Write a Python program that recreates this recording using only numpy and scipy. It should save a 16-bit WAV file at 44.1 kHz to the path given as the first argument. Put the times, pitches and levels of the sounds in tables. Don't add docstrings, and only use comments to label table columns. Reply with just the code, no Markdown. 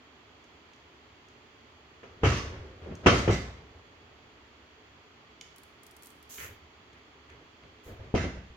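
import sys
import numpy as np
from scipy import signal
from scipy.fft import rfft, irfft, next_fast_len
from scipy.io import wavfile
from scipy.ndimage import uniform_filter1d

SR = 44100
rng = np.random.default_rng(int(sys.argv[2]) if len(sys.argv) > 2 else 0)


def wav_record(signal):
    frames = np.transpose(np.atleast_2d(signal))
    bounded = np.clip(frames, -1, 1)
    quanta = np.round(bounded * 32767).astype(np.int16)
    wavfile.write(sys.argv[1], SR, quanta)


N = 377496


def from_db(db):
    return 10 ** (np.asarray(db) / 20)


def at_hz(points, hz):
    f, value = np.transpose(points)
    return np.interp(np.log(np.maximum(hz, 1)), np.log(f), value)


def fade(t, t60):
    return np.exp(-np.log(1000) * t / t60)


def swell(t, rise_s):
    return (1 - np.exp(-t / rise_s)) ** 2


def mode(t, hz, db, t60):
    return from_db(db) * np.sin(2 * np.pi * hz * t) * fade(t, t60)


def add(out, s, sound):
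    i = round(s * SR)
    out[:, i:i + sound.shape[-1]] += sound[..., :N - i]


def pan(right_db):
    return from_db(np.array([[-right_db], [right_db]]) / 2)


def noise(colour, size, width=None, weight=None):
    # (frequency [Hz], side minus mid [dB])
    room_width = [(60, -24), (110, -29), (200, -10.5), (380, -11), (700, -5.5), (1290, 1), (2400, 0),
                  (15000, 1.5)]
    n = next_fast_len(size, True)
    hz = np.fft.rfftfreq(n, 1 / SR)
    gain = from_db(at_hz(colour, hz))
    gain /= np.sqrt(np.mean(gain ** 2))
    if weight is not None:
        gain *= from_db(at_hz(weight, hz))
    mid, side = rfft(rng.standard_normal((2, n))) * gain
    side *= from_db(at_hz(room_width if width is None else width, hz))
    return irfft([mid + side, mid - side], n)[:, :size]


def grains(per_s, spread_db, size):
    clicks = (rng.random(size) < per_s / SR) * rng.choice([-1, 1], size)
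    clicks = clicks * from_db(spread_db * np.clip(rng.normal(size=size), -2, 2))
    return clicks / np.sqrt(np.mean(clicks ** 2) + 1e-12)


def strokes(rows, attack_s, release_t60):
    out, t = np.zeros((1, N)), np.arange(2 * SR) / SR
    for s, length, db in rows:
        add(out, s, from_db(db) * swell(t, attack_s) * fade(np.maximum(t - length, 0), release_t60))
    return out


def rub(colour, pressure, per_s, grit):
    catches = uniform_filter1d(grains(per_s, spread_db=2.5, size=N) ** 2, SR // 1000)
    return noise(colour, N) * pressure * np.sqrt(np.abs(1 - grit + grit * catches))


def workshop(x, wet_db, room_t60=0.61, treble_t60=0.44, treble_hz=6000):
    t = np.arange(SR // 2) / SR
    white = rng.standard_normal((2, len(t))) * (t > .002)
    dull = signal.sosfiltfilt(signal.butter(2, treble_hz, fs=SR, output="sos"), white)
    echoes = dull * fade(t, room_t60) + (white - dull) * fade(t, treble_t60)
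    echoes /= np.sqrt(np.sum(echoes ** 2, axis=1, keepdims=True))
    return x + from_db(wet_db) * signal.fftconvolve(x, echoes, axes=1)[:, :N]


def fan(hum_hz, hum_db, air_db, hiss_db):
    # (frequency [Hz], level [dB])
    air_colour = [(15, -52), (25, -16), (43, -15), (76, -1), (141, -7.5), (173, -6.5), (208, -15),
                  (230, -3), (326, -6), (435, -2.5), (473, -10.5), (1220, -10.5), (1590, -14.5),
                  (2030, -13), (3400, -17), (4420, -68), (7480, -120)]
    hiss_colour = [(2800, -4.5), (3300, 6.5), (3800, 1.5), (4600, 3), (5200, -4.5), (7000, -4.5),
                   (8200, -23.5), (10000, -25.5), (16000, -21)]
    # (frequency [Hz], side minus mid [dB])
    air_width = [(60, -14), (200, -14), (380, -9.5), (700, -3), (1290, -0.5), (15000, 1.5)]
    air = from_db(air_db) * noise(air_colour, N, air_width) * pan(right_db=1.5)
    hiss = from_db(hiss_db) * noise(hiss_colour, N, air_width) * pan(right_db=5.5)
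    peak = [(hum_hz / 2, -70), (hum_hz * .9, -20), (hum_hz, 0), (hum_hz * 1.1, -20), (hum_hz * 2, -70)]
    return air + hiss + from_db(hum_db) * noise(peak, N)


def frame_ring(hz, t60, laid_down_s):
    # (time [s], level [dB])
    touches = [(2.031, -63), (2.245, -49)]
    out, t = np.zeros((2, N)), np.arange(2 * SR) / SR
    for s, db in touches:
        choke = fade(np.maximum(s + t - laid_down_s, 0), t60=.1)
        add(out, s, mode(t, hz, db, t60) * choke)
    return out


def slide():
    # (time [s], length [s], level [dB])
    moves = [(2.03, 0.17, -57.5), (2.21, 0.35, -42.5), (2.6, 0.26, -54), (2.81, 0.21, -49.5),
             (3.03, 0.33, -37), (3.45, 0.35, -57.5), (3.9, 0.48, -62.5), (6.4, 0.11, -54),
             (7.3, 0.1, -56.5), (7.62, 0.024, -53), (7.853, 0.062, -45.5), (7.99, 0.081, -51),
             (8.14, 0.13, -48)]
    # (frequency [Hz], level [dB])
    scuff_colour = [(30, -11), (80, 9.5), (190, -9), (280, -6), (420, -3), (600, -8.5), (900, -18),
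                    (2000, -21), (6000, -40), (12000, -73)]
    return rub(scuff_colour, strokes(moves, attack_s=0.009, release_t60=0.5), per_s=300, grit=0.046)


def judder(slips_per_s, jitter):
    # (time [s], length [s], level [dB])
    pushes = [(2.855, .07, -54), (7.864, .062, -45), (8.048, .02, -51)]
    # (frequency [Hz], level [dB], t60 [s])
    groan_modes = [(86, -3, .06), (445, 2, .05)]
    out, t = np.zeros((2, N)), np.arange(SR // 8) / SR
    slip = sum(mode(t, hz, db, t60) for hz, db, t60 in groan_modes)
    for s, length, db in pushes:
        starts = np.cumsum(1 + jitter * rng.uniform(-1.27, 1, size=16)) / slips_per_s
        for start in starts[starts < length]:
            add(out, s + start, from_db(db) * slip)
    return out


def strap():
    # (time [s], length [s], level [dB])
    pulls = [(6.288, 0.16, -49), (7.828, 0.065, -64)]
    tugs = [(6.372, 0.078, -46.5), (6.925, 0.068, -64), (7.28, 0.034, -58.5)]
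    # (frequency [Hz], level [dB])
    swish_colour = [(1000, -18), (3500, -10), (5200, -11.5), (6700, -1), (8800, -15.5), (10500, -9),
                    (12500, -5), (15800, -9)]
    drag_colour = [(35, -17), (70, 20), (140, -1), (240, -8), (400, 1), (800, -16), (1400, 3), (2100, 4.5),
                   (3000, -4.5), (4000, -33), (8000, -46)]
    swish = rub(swish_colour, strokes(pulls, attack_s=0.0094, release_t60=0.27), per_s=1200, grit=0.36)
    drag = rub(drag_colour, strokes(tugs, attack_s=0.0064, release_t60=0.32), per_s=320, grit=0.34)
    return swish * pan(right_db=2.5) + drag * pan(right_db=1.0)


def fibre_snaps(centre_hz, cycles, scatter_octaves, fray_db, fray_t60):
    # (time [s], level [dB])
    snaps = [(5.5611, -44.5), (5.5824, -44.5), (5.6344, -46), (5.8334, -44), (5.8657, -42.5), (5.911, -46),
             (5.9658, -43.5), (6.023, -43), (6.033, -39.5), (6.047, -44), (6.058, -41), (6.07, -41),
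             (6.1034, -46), (6.2276, -46)]
    out, t = np.zeros((2, N)), np.arange(SR // 20) / SR
    pitches = centre_hz * 2 ** (scatter_octaves * rng.uniform(-0.86, 1, len(snaps)))
    for (s, db), hz in zip(snaps, pitches):
        tick = mode(t, hz, db=0, t60=cycles / hz)
        fray_colour = [(hz / 4, -24), (hz / 3, -4), (hz, 0), (hz * 1.36, -6), (hz * 4, -28)]
        fray = noise(fray_colour, len(t)) * fade(t, fray_t60)
        add(out, s, from_db(db) * (tick + from_db(fray_db) * fray))
    return workshop(out, wet_db=-6.5) * pan(right_db=1.0)


def buckle(wet_db, bounce_s, bounce_loss_db, count):
    # (frequency [Hz], level [dB], t60 [s])
    plastic_modes = [(2180, -3, 0.009), (3100, 3, 0.0041), (4670, -2.5, .004), (6450, -0.5, 0.0034)]
    # (time [s], level [dB], brightness [dB/octave])
    touches = [(.4415, -60, 9), (0.7345, -52, -3), (.7603, -62, 6), (1.2854, -54, 4), (2.953, -50, 13),
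               (5.4114, -36, 2.5), (6.382, -45, -9), (6.403, -43, -3), (6.464, -45, -2), (6.931, -57, -1),
               (7.301, -53, -1), (7.635, -57, -8)]
    out, t = np.zeros((2, N)), np.arange(SR // 20) / SR
    middle_hz = np.mean(np.array(plastic_modes)[:, 0])
    for s, db, tilt_db in touches:
        click = sum((-1) ** k * mode(t, hz, mode_db + tilt_db * np.log2(hz / middle_hz), t60)
                    for k, (hz, mode_db, t60) in enumerate(plastic_modes))
        for k in range(count):
            add(out, s + k * bounce_s * rng.uniform(0.67, 1.2), from_db(db - k * bounce_loss_db) * click)
    return workshop(out, wet_db) * pan(right_db=4.5)


def rattles(per_s, spread_db, contact_t60, ring_db, favour_db):
    # (time [s], level [dB], length [s], brightness [dB/octave], favoured ring [Hz])
    jolts = [(2.241, -36, 0.065, 4, 2900), (2.313, -38, 0.079, 2.4, 5900), (3.066, -24.5, 0.032, 0, 3020),
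             (3.10, -37, 0.099, 5.5, 4330), (3.298, -35, 0.051, 4.5, 1970), (8.147, -37.5, 0.035, 1, 3100),
             (8.178, -42.5, 0.074, 0.6, 2081)]
    # (frequency [Hz], level [dB], t60 [s])
    metal_modes = [(1536, -5, .45), (1753, -4, .35), (1971, -2, .42), (2003, -5, .4), (2060, -2, .25),
                   (2081, 1, .35), (2191, -4, .2), (2600, -7, .25), (2706, 0, .3), (2830, -6, .35),
                   (3112, -3, .2), (3680, -12, .3), (4005, -11, .35), (4366, -6, .38), (4721, -13, .35),
                   (5300, -15, .35), (5943, -7, .38), (6310, -14, .35)]
    # (frequency [Hz], level [dB])
    clatter_colour = [(300, -21), (1200, 6.5), (2100, 5.5), (2500, 2.5), (3100, 0.5), (3800, -1),
                      (5200, -7), (6600, -8), (8200, -22), (11000, -35.5), (14000, -39), (16000, -53)]
    cracks, rings, t = np.zeros((2, N)), np.zeros((2, N)), np.arange(SR // 2) / SR
    decay = fade(t, contact_t60)
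    envelope = swell(t, rise_s=0.00062) * decay / np.linalg.norm(decay)
    for s, db, length, tilt_db, ring_hz in jolts:
        tilt = [(1000, -2 * tilt_db), (16000, 2 * tilt_db)]
        crack = noise(clatter_colour, len(t), weight=tilt) * envelope
        contacts = grains(per_s, spread_db, int(length * SR))
        add(cracks, s, from_db(db) * signal.fftconvolve(contacts[None], crack, axes=1))
        for hz, mode_db, t60 in metal_modes:
            build = np.sqrt(1 - fade(np.minimum(t, length), t60) ** 2)
            release = fade(np.maximum(t - length, 0), t60)
            boost_db = favour_db * np.exp(-(np.log2(hz / ring_hz) / 0.19) ** 2)
            tone = np.sin(2 * np.pi * (hz * t + rng.random((2, 1))))
            add(rings, s, from_db(db + ring_db + mode_db + boost_db) * build * release * tone)
    return (workshop(cracks, wet_db=0.5) + rings) * pan(right_db=3.0)


def rocks(count, boom_loss_db, edge_loss_db):
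    # (time [s], boom [dB], body [dB], wood [dB], crack [dB], period [s])
    rocking = [(2.318, -30, -32, -32.5, -28.5, .138), (8.2396, -34, -24.5, -32, -40, .129)]
    return [(s + k * period, boom_db - k * boom_loss_db, *(np.array(edge_db) - k * edge_loss_db))
            for s, boom_db, *edge_db, period in rocking for k in range(count)]


def knocks(flex_db, flex_s, flex_lag_s, soft_db, modes_db, thud_db, thud_t60, attack_s,
           room_db, room_t60, build_s, linger_db, linger_t60):
    # (time [s], boom [dB], body [dB], wood [dB], crack [dB])
    blows = [(2.031, -57, -43, -43.5, -43.5), (2.2328, -14, -25, -21, -21.5),
             (2.246, -24, -24.5, -29.5, -19), (2.256, -22, -23.5, -21.5, -21.5),
             (2.860, -36, -39, -40, -55), (2.887, -43, -30, -44.5, -62), (2.912, -43, -41, -39.5, -49),
             (3.0602, -14, -18, -10.5, -11), (3.067, -29, -10.5, -15.5, -12.5),
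             (3.128, -26, -22, -21.5, -50), (3.2763, -20.5, -23.5, -20, -24),
             (3.295, -20.5, -22.5, -21.5, -28), (7.994, -35.5, -55, -48, -63),
             (8.1397, -19, -21.5, -20, -37), (8.149, -37, -28, -23, -26.5)]
    # (frequency [Hz], level [dB], t60 [s])
    bench_modes = [(61, -9, .68), (78, -7, .5), (101, -12, .3), (122, -13, .4), (151, -14, .48),
                   (192, -21, .4), (224, -21, .4), (261, -19, .35), (293, -14, .35), (343, -17, .38),
                   (370, -15, .45), (401, -16, .36), (439, -21, .35), (492, -20, .4), (511, -23, .4),
                   (568, -27, .7), (648, -26, .4), (703, -22, .52), (748, -24, .35), (820, -25, .35),
                   (983, -19, .35), (1139, -16, .36), (1256, -22, .3), (1298, -16, .35)]
    # (frequency [Hz], level [dB])
    thud_colour = [(25, -40), (55, -13), (90, 8), (180, -11.5), (380, 1.5), (650, -7), (870, -13.5),
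                   (1250, -15), (1600, -15.5), (2500, -18.5), (3200, -20), (3900, -48), (6500, -36),
                   (9000, -60), (16000, -73)]
    room_colour = [(25, -34), (60, 1.5), (110, 5), (200, 0.5), (380, -7.5), (650, -8), (870, -26),
                   (1250, -9.5), (1600, -20), (2400, -18.5), (3200, -21.5), (3900, -30.5), (6500, -30),
                   (9000, -79), (16000, -66)]
    linger_colour = [(25, -27), (65, 9.5), (200, 0.5), (380, -17), (800, -7.5), (2400, -13), (5000, -54),
                     (9000, -61), (16000, -63)]
    out, t = np.zeros((2, N)), np.arange(SR) / SR
    modes = np.array([(-1) ** k * mode(t, hz, modes_db + db, t60)
                      for k, (hz, db, t60) in enumerate(bench_modes)])
    settling = rocks(count=3, boom_loss_db=6, edge_loss_db=17)
    for s, boom_db, body_db, wood_db, crack_db in blows + settling:
        # (frequency [Hz], level [dB])
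        force = [(120, boom_db), (220, body_db), (370, wood_db), (840, wood_db), (1150, crack_db)]
        u = (t - flex_lag_s) / (flex_s * 2 ** ((boom_db - wood_db) / soft_db))
        flex = from_db(flex_db + (boom_db + body_db) / 2) * (1 - 2 * u ** 2) * np.exp(-u ** 2)
        ring = from_db(at_hz(force, np.array(bench_modes)[:, 0])) @ modes
        thud = from_db(thud_db) * noise(thud_colour, SR, weight=force) * fade(t, thud_t60)
        room = from_db(room_db) * noise(room_colour, SR, weight=force) * fade(t, room_t60)
        tail = from_db(linger_db) * noise(linger_colour, SR, weight=force) * fade(t, linger_t60)
        add(out, s, (flex + ring + thud + room * swell(t, build_s) + tail) * swell(t, attack_s))
    return out


def scene():
    bench = knocks(flex_db=2.5, flex_s=0.0025, flex_lag_s=.0037, soft_db=11, modes_db=-3.0,
                   thud_db=1.0, thud_t60=0.13, attack_s=0.0007,
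                   room_db=-5.5, room_t60=0.47, build_s=0.0043, linger_db=-21.5, linger_t60=1.03)
    tools = rattles(per_s=600, spread_db=0.5, contact_t60=0.015, ring_db=-11.5, favour_db=7)
    clicks = buckle(wet_db=-2.5, bounce_s=.0016, bounce_loss_db=1.5, count=3)
    picking = fibre_snaps(centre_hz=11200, cycles=3.7, scatter_octaves=.13, fray_db=-10, fray_t60=0.027)
    scuff = slide()
    groan = judder(slips_per_s=80, jitter=0.034)
    frame = frame_ring(hz=379, t60=3.3, laid_down_s=3.1)
    webbing = strap()
    bed = fan(hum_hz=71.1, hum_db=-73, air_db=-58.5, hiss_db=-70)
    return bench + frame + tools + clicks + picking + webbing + scuff + groan + bed


def record(dry):
    ceiling, cutoff_hz = .8, 16000
    rounded = dry / (1 + (dry / ceiling) ** 6) ** (1 / 6)
    return signal.sosfilt(signal.ellip(10, .1, 70, cutoff_hz, fs=SR, output="sos"), rounded)


dry = scene()
out = record(dry)
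wav_record(out)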